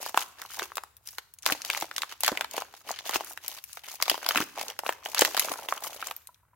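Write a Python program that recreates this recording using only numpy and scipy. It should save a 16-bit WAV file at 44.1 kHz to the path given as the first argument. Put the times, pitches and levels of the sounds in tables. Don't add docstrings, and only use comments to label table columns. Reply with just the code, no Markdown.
import sys
import numpy as np
from scipy import signal
from scipy.fft import rfft, irfft
from scipy.io import wavfile
from scipy.ndimage import uniform_filter1d

SR = 44100
rng = np.random.default_rng(int(sys.argv[2]) if len(sys.argv) > 2 else 0)


def master(y):
    cut = np.clip(np.atleast_2d(y).T, -1, 1)
    pcm = np.round(cut * 32767)
    wavfile.write(sys.argv[1], SR, pcm.astype(np.int16))


N = 288884

# [f/Hz, level/dB per Hz]
AIR_SPECTRUM = [(25, -17.5), (45, -16), (65, 1), (110, -5), (200, -18.5), (500, -30), (1300, -19),
                (3500, -41.5), (16000, -29)]
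# [f/Hz, t60/s]
ROOM_DECAY = [(200, 1.04), (700, 0.42), (2000, 0.56), (6000, 0.67), (15000, 0.67)]
# [f/Hz, correlation (0-1)]
MIC_LIKENESS = [(300, 0.8), (1200, 0.4), (2500, 0.6), (4500, 0.01), (8000, 0.04), (15000, 0.26)]
# [t/s, level/dB over 1 ms]
BENCH_KNOCKS = [(6.2893, -41), (6.431, -56), (6.532, -52)]
# [f/Hz, relative level/dB, t60/s]
BENCH_MODES = [(650, -11.5, .025), (986, 0, 0.032), (1350, -8, 0.027)]
# [t/s, level/dB over 1 ms]
CARD_BUMPS = [(0.619, -30), (1.521, -24.5), (1.825, -30), (2.32, -26), (3.157, -24.5), (4.118, -33.5),
              (4.359, -23.5), (4.379, -28), (4.402, -21), (4.424, -28), (5.498, -33)]
# [f/Hz, relative level/dB, t60/s]
CARD_MODES = [(150, -12, 0.015), (243, -7.5, 0.018), (326.4, -6, 0.039), (390, 5, 0.011)]
# [f/Hz, level/dB per Hz]
SLIDE_SPECTRUM = [(60, -50), (170, -17), (300, -8), (550, -3), (830, -0.5), (1300, -8), (2100, -7),
                  (5000, -22)]
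# [f/Hz, level/dB per Hz]
CRINKLE_SPECTRUM = [(600, -13.5), (1500, -3), (2400, 2), (3800, -1.5), (6900, -1.5), (8400, -9.5),
                    (11300, -2.5), (16000, -4.5)]
# [f/Hz, level/dB per Hz]
CRACK_RANGE = [(400, -11), (1500, 0.5), (2400, -2.5), (6900, -5.5), (8200, -4.5), (12000, -11)]
# [f/Hz, level/dB per Hz]
FIZZ_SPECTRUM = [(4000, -22.5), (7500, -5.5), (8700, -16.5), (11000, 0), (13500, -3.5), (16000, -6)]
# [start t/s, length t/s, flexing of broad patches level/dB, crinkling of fine creases level/dB,
#  extra treble of taut film level/dB]
HAND_SQUEEZES = [(0.01, 0.09, -43.5, -39.5, 0.2), (0.17, 0.059, -38.5, -34.5, 0.8),
                 (0.391, 0.072, -45, -48, 1.5), (0.504, 0.068, -49.5, -42, 4),
                 (0.593, 0.053, -36, -37.5, 3.5), (1.06, 0.13, -62.5, -52.5, 5),
                 (1.477, 0.051, -28.5, -28.5, -1.5), (1.664, 0.18, -40.5, -37, -0.3),
                 (1.944, 0.11, -50, -50.5, 4), (2.094, 0.039, -48.5, -44.5, 0.5),
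                 (2.24, 0.055, -34.5, -32.5, -7), (2.326, 0.112, -40.5, -47.5, -9),
                 (2.542, 0.065, -38.5, -37, 1.5), (2.735, 0.079, -60.5, -52, 1),
                 (2.876, 0.042, -38, -40.5, 3), (2.939, 0.069, -50.5, -43, -7.5),
                 (3.054, 0.05, -41.5, -37.5, 2), (3.143, 0.02, -28.5, -26.5, 0.5),
                 (3.276, 0.053, -48, -44.5, 5), (3.436, 0.15, -51.5, -44, 3.5), (3.681, 0.12, -63, -51, 4),
                 (3.848, 0.11, -50.5, -42, 4), (4.016, 0.14, -43, -38.5, -4.5),
                 (4.232, 0.1, -37, -38, -0.5), (4.345, 0.086, -33, -33, 1.8),
                 (4.575, 0.054, -36, -36.5, 0.5), (4.641, 0.082, -42, -48, 0.7),
                 (4.857, 0.07, -37, -40.5, 1.5), (5.04, 0.31, -44.5, -42.5, 0.8),
                 (5.175, 0.1, -32.5, -28, -5.5), (5.38, 0.069, -38, -32.5, 2.5),
                 (5.458, 0.083, -35, -38, 2), (5.554, 0.1, -41.5, -46, 2), (5.689, 0.088, -40.5, -41.5, 1),
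                 (5.83, 0.047, -36, -37, 4.3), (5.903, 0.071, -46, -46, 5.5), (6.003, 0.11, -43, -43, 4.3)]
# [t/s, level/dB over 1 ms, f/Hz]
CREASE_TICKS = [(0.0291, -26, 8500), (0.0937, -30, 9400), (0.208, -26, 7800), (0.756, -28, 9450),
                (0.968, -39.5, 10800), (1.074, -28, 9800), (1.0875, -30, 6250), (1.339, -35.5, 13200),
                (1.3875, -38, 7400), (1.4244, -37.5, 7100), (1.431, -34, 6600), (1.457, -22.5, 4600),
                (1.6191, -26, 5350), (1.732, -24, 2900), (1.811, -24.5, 4580), (1.9639, -21, 5500),
                (2.207, -21, 12100), (2.2638, -14, 11000), (2.5122, -30.5, 6200), (2.5378, -32, 10900),
                (2.915, -23, 6940), (3.2463, -30, 11800), (3.481, -18, 13100), (3.6405, -28, 11200),
                (3.731, -30, 6900), (4.423, -30, 3600), (4.6828, -24.5, 5140), (5.183, -21.5, 5300),
                (6.071, -23.5, 7640), (6.165, -27.5, 12400), (6.219, -47.5, 12500), (6.2725, -33.5, 7820),
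                (6.345, -49, 4810)]
# [t/s, pop level/dB over 1 ms, pop f/Hz, crack level/dB over 1 ms, crack f/Hz]
LARGE_BUCKLES = [(0.0626, -26, 945, -30, 5470), (0.1444, -20, 820, -31, 2740),
                 (0.1747, -8.5, 1090, -17.5, 3100), (0.216, -29, 1390, -32, 5100),
                 (0.4177, -35, 1840, -32, 5840), (0.5951, -23.5, 1670, -26, 3470),
                 (0.719, -32.5, 1140, -51, 3440), (0.7707, -25.5, 1150, -26.5, 4930),
                 (0.7807, -23, 1130, -30, 2950), (0.8364, -32, 1024, -40, 6200),
                 (1.1839, -27.5, 1540, -27, 3900), (1.4628, -15, 2045, -13, 4650),
                 (1.5233, -30, 1140, -15.5, 2900), (1.6495, -38, 1400, -25.5, 4760),
                 (1.701, -20.5, 2300, -17, 2700), (1.7486, -26, 2450, -27, 2620),
                 (1.7748, -29.5, 1200, -23, 2890), (1.8242, -22, 890, -28, 2980),
                 (1.913, -29.5, 1420, -35.5, 2910), (1.9817, -25, 1750, -20.5, 3900),
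                 (2.02, -32.5, 2140, -20, 3470), (2.0331, -22.5, 1170, -31, 3720),
                 (2.1241, -34, 1180, -32.5, 3580), (2.2351, -24, 930, -15.5, 4600),
                 (2.2468, -33.5, 2030, -17.5, 3830), (2.2795, -14.5, 1580, -12.5, 3930),
                 (2.288, -20, 730, -25.5, 3340), (2.3178, -22.5, 540, -32, 4270),
                 (2.3739, -18.5, 2200, -26.5, 2400), (2.41, -20.5, 1640, -19, 2920),
                 (2.445, -25.5, 1280, -30, 2980), (2.5793, -20, 790, -26.5, 2820),
                 (2.621, -25, 970, -32, 3210), (2.739, -37.5, 680, -44, 3250),
                 (2.9069, -22.5, 740, -38, 3120), (2.989, -53, 2430, -27.5, 2910),
                 (3.0938, -21.5, 800, -25.5, 5260), (3.11, -32.5, 1250, -30, 4840),
                 (3.1367, -49, 2130, -25, 2960), (3.1581, -16, 826, -22, 2630),
                 (3.208, -24, 846, -34.5, 3630), (3.3752, -30.5, 1860, -34, 2920),
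                 (3.772, -31.5, 1220, -36, 3010), (4.0011, -30, 960, -36, 2750),
                 (4.025, -19.5, 2070, -13, 4400), (4.081, -21.5, 1120, -22, 2840),
                 (4.0983, -23.5, 1990, -9.5, 4270), (4.115, -20.5, 690, -21, 3570),
                 (4.1433, -23, 910, -29.5, 3370), (4.178, -30.5, 640, -38.5, 4510),
                 (4.2641, -23.5, 1250, -21.5, 3720), (4.2892, -35, 1570, -13.5, 4900),
                 (4.3092, -18, 1230, -21, 2760), (4.3583, -15.5, 1220, -19, 2800),
                 (4.3746, -36, 2010, -12.5, 2540), (4.404, -23, 1040, -29, 2740),
                 (4.5767, -26, 820, -38, 2880), (4.6127, -25.5, 1030, -27.5, 4500),
                 (4.7011, -56.5, 1220, -28, 3870), (4.7908, -24, 860, -26, 4800),
                 (4.835, -28, 840, -50.5, 2620), (4.864, -24, 670, -28, 3200),
                 (4.8921, -14.5, 896, -22, 2750), (5.0594, -24, 820, -25, 3000),
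                 (5.1472, -24.5, 1340, -20, 5200), (5.1929, -21.5, 810, -12.5, 5300),
                 (5.2103, -23, 1580, -10, 5500), (5.2196, -8.5, 823, -11.5, 2900),
                 (5.2499, -15.5, 1840, -15.5, 3820), (5.3468, -22, 795, -25, 4790),
                 (5.368, -23, 1930, -19.5, 4300), (5.376, -20.5, 1110, -18, 4120),
                 (5.396, -32, 1810, -12, 6100), (5.5179, -23.5, 725, -31, 5730),
                 (5.687, -26, 1210, -23, 3060), (5.7242, -15.5, 1110, -28.5, 2330),
                 (6.026, -23.5, 1370, -37, 2750), (6.1112, -25.5, 1190, -30.5, 3840)]

EDGE_HZ = 16100
MS = SR / 1000
STRAIN_S = 0.003


def amp(db):
    return 10 ** (np.asarray(db) / 20)


def read(points, hz):
    f, value = np.transpose(points)
    return np.interp(np.log(hz + 1), np.log(f), value)


def evened(x):
    return x / np.sqrt(np.mean(x ** 2) + 1e-20)


def one_ms(x):
    return evened(x) * np.sqrt(MS / x.shape[-1])


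def add(mix, s, sound):
    start = max(round(s * SR), 0)
    part = mix[:, start:][:, :sound.shape[-1]]
    part += sound[..., :part.shape[1]]


def convolve(x, response):
    return signal.fftconvolve(np.atleast_2d(x), np.atleast_2d(response), axes=1)[:, :x.shape[-1]]


def colour(x, points, size=1024):
    log_gain = np.log(amp(read(points, abs(np.fft.fftfreq(size, 1 / SR)))))
    transfer = np.exp(np.conj(signal.hilbert(log_gain)))
    return convolve(x, np.fft.ifft(transfer).real[:size // 2])


def hump(hz, octaves):
    f = np.geomspace(150, EDGE_HZ, 32)
    return np.c_[f, -10 * np.log10(1 + (np.log2(f / hz) / octaves) ** 2)]


def within(shape, limits):
    f, db = np.transpose(shape)
    return np.c_[f, db + read(limits, f)]


def pair_noise(size):
    mid, side = rfft(rng.standard_normal((2, size)))
    same = np.clip(read(MIC_LIKENESS, np.fft.rfftfreq(size, 1 / SR)), -1, 1)
    mid = mid * np.sqrt(1 + same)
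    side = side * np.sqrt(1 - same)
    return evened(irfft([mid + side, mid - side], size))


def placed(x, pan_db):
    return x * amp([[pan_db / 2], [-pan_db / 2]])


def still_air(level_db=-70.5):
    return amp(level_db) * evened(colour(pair_noise(N), AIR_SPECTRUM, size=8192))


def response(bench_db=-17, bench_s=0.0085, scatter_s=0.0043, tail_db=-17.0, onset_s=0.0021):
    t = np.arange(SR // 2) / SR
    bounce = pair_noise(len(t)) * (t > bench_s) * np.exp(-abs(t - bench_s) / scatter_s)
    hz, age, bands = signal.stft(pair_noise(len(t)), SR, nperseg=256)
    decay = amp(-60 * age / read(ROOM_DECAY, hz)[:, None])
    tail = signal.istft(bands * decay, SR, nperseg=256)[1][:, :len(t)]
    tail *= 1 - np.exp(-(t / onset_s) ** 2)
    return (amp(bench_db) * evened(bounce) + amp(tail_db) * evened(tail)) / np.sqrt(len(t))


def room(x, count=3):
    turn = 2 * np.pi * np.arange(N) / SR
    echo = 0
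    for k in range(count):
        share = np.cos(turn + np.pi * k / count) * np.sqrt(2 / count)
        echo = echo + convolve(x * share, response())
    return echo


def bench(rise_s=0.0015):
    out, t = np.zeros((2, N)), np.arange(SR // 5) / SR
    ring = sum(amp(db - 60 * t / t60) * np.sin(2 * np.pi * hz * t) for hz, db, t60 in BENCH_MODES)
    knock = one_ms(ring * (1 - np.exp(-t / rise_s)))
    for s, db in BENCH_KNOCKS:
        add(out, s, amp(db) * knock)
    return out


def card(pan_db=-3.0, rise_s=0.004):
    out, t = np.zeros((2, N)), np.arange(SR // 5) / SR
    for s, db in CARD_BUMPS:
        ring = np.zeros(len(t))
        for hz, mode_db, t60 in CARD_MODES:
            bump_hz = hz * rng.uniform(0.86, 1.18)
            ring += amp(mode_db - 60 * t / t60) * np.sin(2 * np.pi * (bump_hz * t + rng.random()))
        add(out, s, amp(db) * one_ms(ring * (1 - np.exp(-t / rise_s))))
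    return placed(out, pan_db)


def pop(hz, flutter, rise_cycles=0.42, swing_cycles=1.15, linger=0.027, linger_cycles=7, overtone=0.16,
        lag_s=0.00003, thin=0.29, octaves=0.8, size=900):
    t = np.arange(size) / SR
    turns = hz * t
    phase = 2 * np.pi * hz * lag_s * rng.standard_normal((2, 1))
    swing = np.sin(2 * np.pi * turns + phase)
    swing += overtone * np.sin(2 * np.pi * turns * rng.uniform(1.8, 2.2) - phase)
    swing *= 1 - np.exp(-(turns / rise_cycles) ** 2)
    swing *= np.exp(-turns / swing_cycles) + linger * np.exp(-turns / linger_cycles)
    around = colour(pair_noise(size) * np.exp(-t / 0.0026), within(hump(hz, octaves), SLIDE_SPECTRUM))
    flip = rng.choice([-1, 1]) * one_ms(swing) + flutter * one_ms(around)
    flip *= 1 - t / t[-1]
    return one_ms(signal.lfilter(*signal.butter(2, thin * hz, "high", fs=SR), flip))


def crack(points, strain=0.33, strain_s=0.00068, decay_s=0.00026, shiver=0.23, shiver_s=0.0045,
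          ripple_db=3.0, size=900):
    t = np.arange(size) / SR - STRAIN_S
    before = strain * np.exp(-abs(t) / strain_s)
    after = np.exp(-abs(t) / decay_s) + shiver * np.exp(-abs(t) / shiver_s)
    burst = pair_noise(size) * np.where(t < 0, before, after)
    hz = np.geomspace(300, EDGE_HZ, 32)
    own_db = read(points, hz) + ripple_db * rng.standard_normal(len(hz))
    return one_ms(colour(burst, np.c_[hz, own_db]))


def ticks(octaves=0.46, pan_db=2.5):
    out = np.zeros((2, N))
    for s, db, hz in CREASE_TICKS:
        add(out, s - STRAIN_S, amp(db) * crack(within(hump(hz, octaves), CRINKLE_SPECTRUM)))
    return placed(out, pan_db)


def grip(start, length, build_db=0.5, tighten_s=0.012, release_s=0.0079, settle_s=0.068, settle_db=-14):
    t = np.arange(N) / SR - start
    early, late = np.maximum(-t, 0), np.maximum(t - length, 0)
    held = amp(build_db * np.clip(t / length, 0, 1))
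    letting_go = np.maximum(np.exp(-late / release_s), amp(settle_db) * np.exp(-late / settle_s))
    return held * np.exp(-early / tighten_s) * letting_go


def handling(resting_flex_db=-74):
    power = np.zeros((3, N))
    for start, length, flex_db, crinkle_db, taut_db in HAND_SQUEEZES:
        gains = amp([flex_db, crinkle_db, crinkle_db + taut_db])
        power += np.outer(gains ** 2, grip(start, length) ** 2)
    broad, fine, taut = np.sqrt(power)
    return np.hypot(broad, amp(resting_flex_db)), fine, taut


def swarm(grains, per_s, spread_db, size=2200):
    sizes = amp(spread_db * np.minimum(rng.exponential(1, N), 3))
    clicks = (rng.random(N) < per_s / SR) * sizes
    clicks /= np.sqrt(abs(uniform_filter1d(clicks ** 2, size)) * MS + 1e-3)
    knots = np.arange(N // size + 2)
    drift = np.interp(np.arange(N) / size, knots, rng.random(len(knots)))
    which = (len(grains) * (drift + rng.random(N)) / 2).astype(int)
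    out = np.zeros((2, N))
    for at in np.flatnonzero(clicks):
        add(out, at / SR, clicks[at] * grains[which[at]])
    return out


def rustle(flex_db=-4, slide_db=-12, crinkle_db=-2, hiss_db=-17, pan_db=1.5, taut_hz=7600, count=40):
    broad, fine, taut = handling()
    patches = [pop(hz, flutter=0.48) for hz in np.geomspace(480, 2300, count)]
    creases = [crack(within(hump(hz, 0.63), CRINKLE_SPECTRUM), shiver=0.37)
               for hz in np.geomspace(1700, EDGE_HZ, count)]
    pops = swarm(patches, per_s=300, spread_db=9)
    cracks = swarm(creases, per_s=380, spread_db=5.0)
    slide = evened(colour(pair_noise(N), SLIDE_SPECTRUM))
    hiss = evened(colour(pair_noise(N), CRINKLE_SPECTRUM))
    low = amp(flex_db) * pops + amp(slide_db) * slide
    high = amp(crinkle_db) * cracks + amp(hiss_db) * hiss
    top = signal.sosfiltfilt(signal.butter(4, taut_hz, "high", fs=SR, output="sos"), high)
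    return broad * low + placed(fine * (high - top) + taut * top, pan_db)


def crease_crack(crack_hz, pan_db, octaves=0.35, fizz_db=-4.5, middle_hz=4000, db_per_octave=10, scatter_db=1.5):
    fizz_db += db_per_octave * np.log2(crack_hz / middle_hz)
    fizz_db += scatter_db * rng.standard_normal()
    body = crack(within(hump(crack_hz, octaves), CRACK_RANGE))
    fizz = amp(fizz_db) * crack(FIZZ_SPECTRUM)
    return placed(body, pan_db) + placed(fizz, pan_db * 2)


def snaps(pop_trim_db=1.5, crack_trim_db=1.0, jolt=1.89, left_db=0.7, wander_db=0.1):
    out = np.zeros((2, N))
    for s, low_db, pop_hz, high_db, crack_hz in LARGE_BUCKLES:
        pan_db = left_db + wander_db * rng.standard_normal()
        flutter = jolt * np.tanh(amp(high_db - low_db))
        flip = amp(low_db + pop_trim_db) * pop(pop_hz, flutter)
        add(out, s, placed(flip, pan_db / 2))
        add(out, s - STRAIN_S, amp(high_db + crack_trim_db) * crease_crack(crack_hz, pan_db))
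    return out


def scene():
    near = snaps() + ticks() + rustle() + card() + bench()
    return near + room(near) + still_air()


def record(dry):
    thinned = signal.sosfilt(signal.butter(2, 38, "high", fs=SR, output="sos"), dry)
    held = thinned / (1 + (thinned / 0.9) ** 4) ** (1 / 4)
    edge = signal.firwin(301, EDGE_HZ, window=("kaiser", 8), fs=SR)
    return signal.oaconvolve(held, edge[None], "same")


dry = scene()
out = record(dry)
master(out)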